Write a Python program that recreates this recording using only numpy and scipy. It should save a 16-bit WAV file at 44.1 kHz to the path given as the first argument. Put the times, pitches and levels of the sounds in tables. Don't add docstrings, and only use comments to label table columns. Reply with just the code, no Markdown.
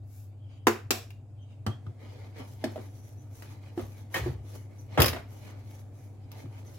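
import sys
import numpy as np
from scipy import signal
from scipy.fft import rfft, irfft, next_fast_len
from scipy.io import wavfile
from scipy.ndimage import uniform_filter1d, map_coordinates

SR = 44100
rng = np.random.default_rng(int(sys.argv[2]) if len(sys.argv) > 2 else 0)


def persist_wave(psi):
    counts = np.round(np.clip(psi, -1, 1) * 32767).astype(np.int16)
    wavfile.write(sys.argv[1], SR, np.atleast_2d(counts).T)


N = 298998
TIME = np.arange(N) / SR
HIT_N = int(0.6 * SR)
HIT_TIME = np.arange(HIT_N) / SR

# freq_hz, gain_db
GRIT_EQ = [(100, -45), (300, 1.5), (1000, -2.5), (2200, -2.5), (2800, -2.5), (3800, -2.5), (5200, 1.5),
           (8300, -13.5), (10800, -4), (13000, 1), (16000, -4)]


def bowl_knocks(landing_s=0.018, rock_s=0.0115, rock_loss_db=6.5, seat_hz=359):
    # start_s, clack_db, hardness_hz, ring_db, tone_hz, tone_db, thud_db, settle_db
    hits = [(1.665, -43, 4900, -41.5, 215, -25.5, -16.5, -46.5),
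            (1.8655, -58.5, 1170, -83, 1230, -41, -25, -59.5), (2.398, -59, 1500, -53, 265, -36, -57, -58),
            (2.6410, -39, 3980, -51, 630, -16, -28.5, -41.5), (2.760, -51, 800, -69, 629, -23.5, -39, -46),
            (3.7771, -47.5, 1500, -53, 341.3, -20, -54, -42.5),
            (4.1436, -45.5, 4000, -37, 1874, -15, -41, -46.5), (4.263, -45, 400, -62, 359, -18, -42.5, -48),
            (4.9770, -33, 700, -30, 606, -14.5, -45, -37),
            (5.002, -32.5, 2500, -43.5, 330, -32.5, -15.5, -33.5),
            (5.1294, -49.5, 1800, -63, 246, -45, -47, -49.5), (6.4400, -63, 900, -75, 267, -40, -26.5, -56)]
    # freq_hz, gain_db
    clack_eq = [(60, -26), (160, -36), (230, 11.5), (450, 1.5), (720, 0), (1000, -6), (1800, -7),
                (2300, -13.5), (3200, -8.5), (5000, -13), (8500, -14.5), (15000, -19.5)]
    # pitch_hz, level_db, t60_s
    bowl_modes = [(1170, -2.5, 0.084), (1330, -1, 0.04), (3070, -6.5, 0.07), (3300, -15, 0.08)]
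    # pitch_hz, level_db, t60_s
    board_modes = [(107, 0, 0.19), (133, -5.5, 0.11)]
    out = np.zeros((2, N))
    for start, clack_db, hard_hz, ring_db, tone_hz, tone_db, thud_db, settle_db in hits:
        clack = unit_hit(colour(burst(0.013, rough=0.66), clack_eq, hard_hz))
        add(out, start, amp(clack_db) * kitchen(clack, near_db=7, far_db=-2, near_t60=0.068))
        ceramic = ring(bowl_modes, attack_s=0.00059)
        add(out, start, amp(ring_db) * kitchen(ceramic, near_db=5.5, far_db=-10.5))
        add(out, start - 0.002, amp(tone_db) * contact_tone(tone_hz))
        add(out, start + 0.0044, amp(thud_db) * ring(board_modes, attack_s=0.011))
        landing = start + landing_s
        add(out, landing, amp(settle_db + 11) * contact_tone(seat_hz))
        for k in range(3):
            touch = unit_hit(colour(burst(0.024, rough=0.77), clack_eq, hard_hz=700))
            gain = amp(settle_db - k * rock_loss_db)
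            add(out, landing + k * rock_s, gain * kitchen(touch, near_db=-1, far_db=-6.5))
    return out


def contact_tone(hz):
    modes = [(hz, 0, 24 / hz + 0.018), (hz * 1.16, -6, 0.035), (hz * 0.86, -9, 0.035)]
    return kitchen(ring(modes, attack_s=0.0038), near_db=-15, far_db=-17)


def bowl_skids(slips_per_s=700):
    # start_s, level_db, length_s, hardness_hz, board_offset_db
    skids = [(4.148, -33, 0.025, 3520, -8.5), (4.9751, -28, 0.042, 1114, 1.5),
             (5.025, -34.5, 0.022, 3530, -6), (5.13, -43, 0.0067, 2980, -2), (5.161, -48, 0.014, 2500, 2),
             (5.453, -62.5, 0.15, 700, 3.5)]
    # freq_hz, gain_db
    foot_eq = [(200, -16), (950, -2), (1550, -3), (1880, 1), (2600, -5), (8500, -15.5), (15000, -16)]
    board_eq = [(60, -6), (250, -10.5), (600, -1), (1300, -12.5), (2500, -20), (8000, -55.5)]
    out = np.zeros((2, N))
    for start, db, length, hard_hz, board_db in skids:
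        travel = np.cumsum(rng.exponential(size=HIT_N) ** 2) * slips_per_s / (2 * SR)
        slips = np.diff(np.floor(travel), prepend=0)
        friction = slips * rng.normal(size=HIT_N) + 0.11 * rng.normal(size=HIT_N)
        force = friction * np.exp(-(HIT_TIME / length) ** 4)
        foot = unit_hit(colour(force, foot_eq, hard_hz))
        board = amp(board_db) * unit_hit(colour(force, board_eq))
        add(out, start, amp(db) * kitchen(foot + board, near_db=-0.5, far_db=-4))
    return out


def board_bumps():
    # start_s, level_db, decay_s
    pushes = [(3.819, -38, 0.006), (4.189, -25.5, 0.16), (4.279, -41.5, 0.033), (4.989, -17.5, 0.0099),
              (5.037, -27.5, 0.11)]
    # freq_hz, gain_db
    rumble_eq = [(42, -18), (66, 11.5), (138, 10), (200, -21), (400, -7), (2000, -69)]
    out = np.zeros((2, N))
    for start, db, decay in pushes:
        push = rng.standard_normal(HIT_N) * np.exp(-(HIT_TIME / decay) ** 2)
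        add(out, start, amp(db) * unit_hit(colour(push, rumble_eq)))
    return out


def stirring(start_s=1.8):
    # start_s, length_s, rub_db, hiss_db
    moves = [(1.986, 0.28, -61, -77), (2.349, 0.05, -51.5, -68.5), (2.41, 0.13, -68, -70.5),
             (2.591, 0.024, -56.5, -66), (2.69, 0.17, -64.5, -69), (2.915, .05, -74, -68.5),
             (3.016, 0.074, -71.5, -66), (3.16, 0.069, -79, -75), (3.318, 0.11, -68.5, -63.5),
             (3.406, 0.12, -59.5, -69), (3.615, 0.08, -62, -75), (3.766, 0.061, -58.5, -63.5),
             (3.876, 0.12, -66.5, -69), (4.133, 0.049, -47.5, -51), (4.212, 0.069, -52.5, -64),
             (4.449, 0.047, -62, -62), (4.519, 0.032, -56, -59.5), (4.683, 0.055, -69.5, -81),
             (4.761, 0.0197, -69.5, -65.5), (4.908, 0.087, -52.5, -71.5), (5.28, 0.12, -65, -69),
             (5.411, 0.083, -56.5, -67), (5.57, 0.036, -65, -74), (5.646, 0.15, -67, -69.5),
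             (5.934, 0.11, -71, -69.5), (6.301, 0.038, -59.5, -77), (6.356, 0.047, -56, -65),
             (6.508, 0.087, -62.5, -70.5), (6.64, 0.19, -62.5, -68)]
    # freq_hz, gain_db
    rub_eq = [(300, 7), (800, 6), (1300, -4.5), (2200, -12), (6000, -16), (8000, -22.5), (16000, -52)]
    # freq_hz, gain_db
    scratch_eq = [(900, -32.5), (1700, -2.5), (2200, 5), (2700, -3), (4500, -5.5), (9000, -26)]
    # freq_hz, gain_db
    powder_eq = [(1500, -3.5), (4500, -9), (6000, 5.5), (8300, -3.5), (11000, 2), (14000, -4.5),
                 (16000, -4.5)]
    pressure = strokes([(start, length, db) for start, length, db, _ in moves], rest_db=-76)
    flow = strokes([(start, length, db) for start, length, _, db in moves], rest_db=-88)
    catch = wobble(45)
    rub = amp(5 + 0.78 * catch) * grains(rub_eq, per_s=700, smear=1, width=0.84, patchy_db=2.5)
    scratch = amp(-1.5 + 0.5 * wobble(10)) * grains(scratch_eq, per_s=670, smear=1, patchy_db=3)
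    hiss = amp(5 + 1.8 * catch) * grains(powder_eq, per_s=1700, smear=1.3, patchy_db=1.3)
    grit = amp(2 * catch) * grains(GRIT_EQ, per_s=130, smear=0.5)
    return stroke(start_s, N / SR) * (pressure * (rub + scratch) + flow * (hiss + grit))


def grain_cracks():
    # start_s, level_db, t60_s, hardness_hz
    cracks = [(1.665, -56, 0.0063, 9000), (2.6424, -50, 0.011, 9000), (3.423, -54.5, 0.0053, 3500),
              (4.1437, -44, 0.0021, 14000), (5.002, -31, 0.017, 10000), (5.0192, -23.5, 0.006, 30700),
              (5.044, -34, 0.009, 3000), (5.0593, -31, 0.031, 22000), (5.0810, -34.5, 0.051, 8930),
              (5.029, -37.5, .008, 13950), (6.3173, -57, 0.0029, 11000)]
    out = np.zeros((2, N))
    for start, db, t60, hard_hz in cracks:
        crush = rng.standard_normal(HIT_N) * fade(t60)
        crack = unit_hit(colour(crush, GRIT_EQ, hard_hz))
        add(out, start, amp(db) * kitchen(crack, near_db=2.5, far_db=-8.5, near_t60=0.075))
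    return out


def jar_cap():
    # start_s, level_db, body_offset_db, snap_offset_db, flap_db
    pushes = [(0.6699, -20.5, -0.5, -13, -61), (0.6816, -29, -1, -14, -62.5),
              (0.9068, -35.5, 3.5, 6, -39.5), (0.912, -40, -17, 1.5, -47), (1.105, -61.5, -7, -2, -49)]
    # freq_hz, gain_db
    body_eq = [(175, -32), (225, -12), (280, -8), (370, -2.5), (480, -5), (570, -16), (900, -15.5),
               (1500, -14), (2200, -22), (4500, -38), (7040, -29.5), (8500, -43), (16000, -46)]
    # freq_hz, gain_db
    snap_eq = [(240, -38), (450, -4.5), (600, -1.5), (710, 4), (850, -6), (2000, -5), (2450, 2), (3300, -6),
               (4400, -5.5), (9500, -11), (13000, -8), (16000, -11)]
    # pitch_hz, level_db, t60_s
    jar_modes = [(224, -5.5, 0.25), (349, -3.5, 0.19), (412.4, -1.5, 0.12), (487, -8.5, 0.073),
                 (699, -17.5, 0.079), (1023, -12.5, 0.14), (1350, -14.5, 0.077)]
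    # pitch_hz, level_db, t60_s
    flap_modes = [(2430, -7, 0.05), (2780, 1.5, 0.037)]
    out = np.zeros((2, N))
    for start, db, body_db, snap_db, flap_db in pushes:
        body = unit_hit(colour(burst(0.006, rough=0.25), body_eq))
        snap = unit_hit(colour(burst(0.0091, rough=0.5), snap_eq))
        flap = ring(flap_modes, attack_s=0.0007)
        add(out, start, amp(db + body_db) * kitchen(body, near_db=2.5, far_db=-9.5, near_t60=0.076))
        add(out, start, amp(db + snap_db) * kitchen(snap, near_db=5.5, far_db=-3, near_t60=0.06))
        add(out, start, amp(db + body_db + 3) * ring(jar_modes, attack_s=0.0011))
        add(out, start, amp(flap_db) * kitchen(flap, near_db=-8, far_db=-7.5))
    return out


def spice_pour(peak_s=0.18, width_s=0.06):
    # freq_hz, gain_db
    trickle_eq = [(2500, -7.5), (7000, -1), (8500, -4), (12000, 3), (16000, -1.5)]
    tipping = np.exp(-((TIME - peak_s) / width_s) ** 2 / 2)
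    return amp(-60.5) * tipping * grains(trickle_eq, per_s=5000, smear=1.2, width=0.88, patchy_db=1)


def finger_squeaks(jitter_hz=135):
    # start_s, length_s, pitch_hz, level_db
    squeaks = [(0.353, 0.33, 3100, -77.5), (1.368, 0.1, 3100, -73), (1.402, 0.045, 6100, -79),
               (1.477, 0.053, 2820, -76), (1.701, 0.034, 3260, -57.5), (2.93, 0.21, 6040, -75),
               (3.159, 0.077, 6070, -74), (4.781, 0.023, 6020, -65), (6.22, 0.029, 4900, -79),
               (6.662, 0.023, 6080, -65.5)]
    out = np.zeros((2, N))
    for start, length, hz, db in squeaks:
        waver = unit(uniform_filter1d(rng.standard_normal(HIT_N), size=60))
        note = np.sin(2 * np.pi * np.cumsum(hz + jitter_hz * waver) / SR)
        swell = np.sin(np.pi * np.minimum(HIT_TIME / length, 1))
        add(out, start, amp(db) * kitchen(note * swell, near_db=8, far_db=-4))
    return out


def jar_handling():
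    # start_s, length_s, level_db
    grips = [(.475, 0.081, -67.5), (1.47, 0.055, -69)]
    # freq_hz, gain_db
    rustle_eq = [(400, -6.5), (1500, -1.5), (3200, -1.5), (6000, -7), (12000, -22.5)]
    rustle = grains(rustle_eq, per_s=1400, smear=1.6)
    return strokes(grips, rest_db=-79) * amp(1.1 * wobble(43)) * rustle


def appliance(hum_hz=100):
    # freq_hz, gain_db
    drone_eq = [(42, -14.5), (50, -12), (70, -9.5), (90, -2), (122, 3), (140, -6.5), (170, -39),
                (1000, -91.5)]
    # freq_hz, gain_db
    air_eq = [(100, -36.5), (170, -5), (270, 3.5), (385, -8), (770, -10.5), (950, -20.5), (2090, -34.5),
              (4830, -51.5), (7060, -35), (16000, -47.5)]
    # time_s, level_db
    air_levels = [(1.3, -62), (2.1, -58.5), (5.8, -57.5)]
    hum = np.sqrt(2) * amp(-45.5 + wobble(23)) * np.sin(2 * np.pi * hum_hz * TIME)
    drone = amp(-51) * spread(colour(rng.standard_normal((2, N)), drone_eq), width=0.18)
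    air_gain = amp(np.interp(TIME, *np.transpose(air_levels)))
    air = air_gain * spread(colour(rng.standard_normal((2, N)), air_eq), width=0.39)
    return hum + drone + air


def kitchen(x, near_db, far_db, near_t60=0.14):
    # freq_hz, t60_s
    wall_decay = [(150, .3), (500, .33), (2500, .32), (7000, .3), (15000, .25)]
    hz, t, bands = signal.stft(rng.standard_normal((2, HIT_N)), SR, nperseg=256)
    decay = np.exp(-np.log(1000) * t / along(wall_decay, hz)[:, None])
    far = signal.istft(bands * decay, SR, nperseg=256)[1][:, :HIT_N]
    far = spread(far * rise(0.013), width=0.72)
    near = spread(rng.standard_normal((2, HIT_N)) * fade(near_t60) * rise(0.00013), width=1)
    response = (amp(near_db) * near + amp(far_db) * far) / np.sqrt(HIT_N)
    response[0, 0] += 1
    response[1, 4] += 1
    return signal.fftconvolve(x[None], response, axes=1)[:, :HIT_N]


def grains(eq, per_s, smear, width=1, patchy_db=3.5):
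    ticks = (rng.random((2, N)) < per_s / SR) * rng.standard_normal((2, N))
    bands = signal.stft(unit(ticks) + smear * rng.standard_normal((2, N)), nperseg=512)[2]
    patches = uniform_filter1d(rng.standard_normal(bands.shape[1:]), size=4, axis=0)
    patches = uniform_filter1d(patches, size=14, axis=1)
    pair = signal.istft(bands * amp(patchy_db * unit(patches)), nperseg=512)[1][:, :N]
    cavity = burst(t60=0.03, rough=amp(-7))
    echoed = signal.fftconvolve(pair, cavity[None], axes=1)[:, :N]
    return spread(colour(echoed, eq), width)


def stroke(start, length, press_s=0.03, lift_s=0.048):
    press = 0.5 + 0.5 * np.tanh((TIME - start) / press_s - 0.5)
    return press * np.exp(-np.maximum(TIME - start - length, 0) / lift_s)


def strokes(moves, rest_db):
    power = sum((amp(db) * stroke(start, length)) ** 2 for start, length, db in moves)
    return np.sqrt(amp(rest_db) ** 2 + power)


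def burst(t60, rough):
    crush = rng.standard_normal(HIT_N) * fade(t60)
    return (HIT_TIME == 0) + rough * crush / np.linalg.norm(crush)


def ring(modes, attack_s):
    tones = sum(amp(db) * np.sin(2 * np.pi * hz * HIT_TIME) * fade(t60) for hz, db, t60 in modes)
    return tones * rise(attack_s)


def colour(x, eq, hard_hz=np.inf):
    n = x.shape[-1]
    size = 2 * next_fast_len(n // 2 + 4096)
    hz = np.fft.rfftfreq(size, 1 / SR)
    cepstrum = irfft(np.log(amp(along(eq, hz)) / np.hypot(1, hz / hard_hz)))
    cepstrum[1:size // 2] *= 2
    cepstrum[size // 2 + 1:] = 0
    return irfft(rfft(x, size) * np.exp(rfft(cepstrum, size)))[..., :n]


def rise(attack_s):
    return 1 - np.exp(-HIT_TIME / attack_s)


def fade(t60):
    return np.exp(-np.log(1000) * HIT_TIME / t60)


def wobble(per_s):
    return map_coordinates(rng.standard_normal(int(N * per_s / SR) + 4), [TIME * per_s])


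def along(points, hz):
    freqs, values = np.transpose(points)
    return np.interp(np.log(hz + 1), np.log(freqs), values)


def spread(pair, width):
    mid, side = pair
    return unit(np.array([mid + width * side, mid - width * side]))


def amp(db):
    return 10 ** (np.asarray(db) / 20)


def unit(x):
    return x / np.sqrt(np.mean(x ** 2) + 1e-20)


def unit_hit(x):
    return x / np.sqrt(np.sum(x ** 2) / (0.02 * SR))


def add(track, start_s, x):
    part = track[:, max(round(start_s * SR), 0):][:, :x.shape[-1]]
    part += x[..., :part.shape[1]]


def scene():
    # freq_hz, gain_db
    right_eq = [(100, -1.2), (500, 1), (1200, 1.07), (7000, -1), (12000, -2)]
    contacts = jar_cap() + bowl_knocks() + board_bumps() + bowl_skids() + grain_cracks()
    textures = finger_squeaks() + jar_handling() + stirring() + spice_pour()
    left, right = amp(0.5) * (contacts + textures + appliance())
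    return np.array([left, colour(right, right_eq)])


def record(dry, low_hz=45, ceiling=0.62, top_hz=16150, edge_hz=300):
    lean = signal.sosfilt(signal.butter(4, low_hz, "high", fs=SR, output="sos"), dry)
    rounded = lean / (1 + (lean / ceiling) ** 4) ** 0.25
    size = next_fast_len(N + SR // 2)
    high_cut = np.interp(np.fft.rfftfreq(size, 1 / SR), [top_hz - edge_hz, top_hz + edge_hz], [1, 0])
    return irfft(rfft(rounded, size) * high_cut, size)[:, :N]


dry = scene()
out = record(dry)
persist_wave(out)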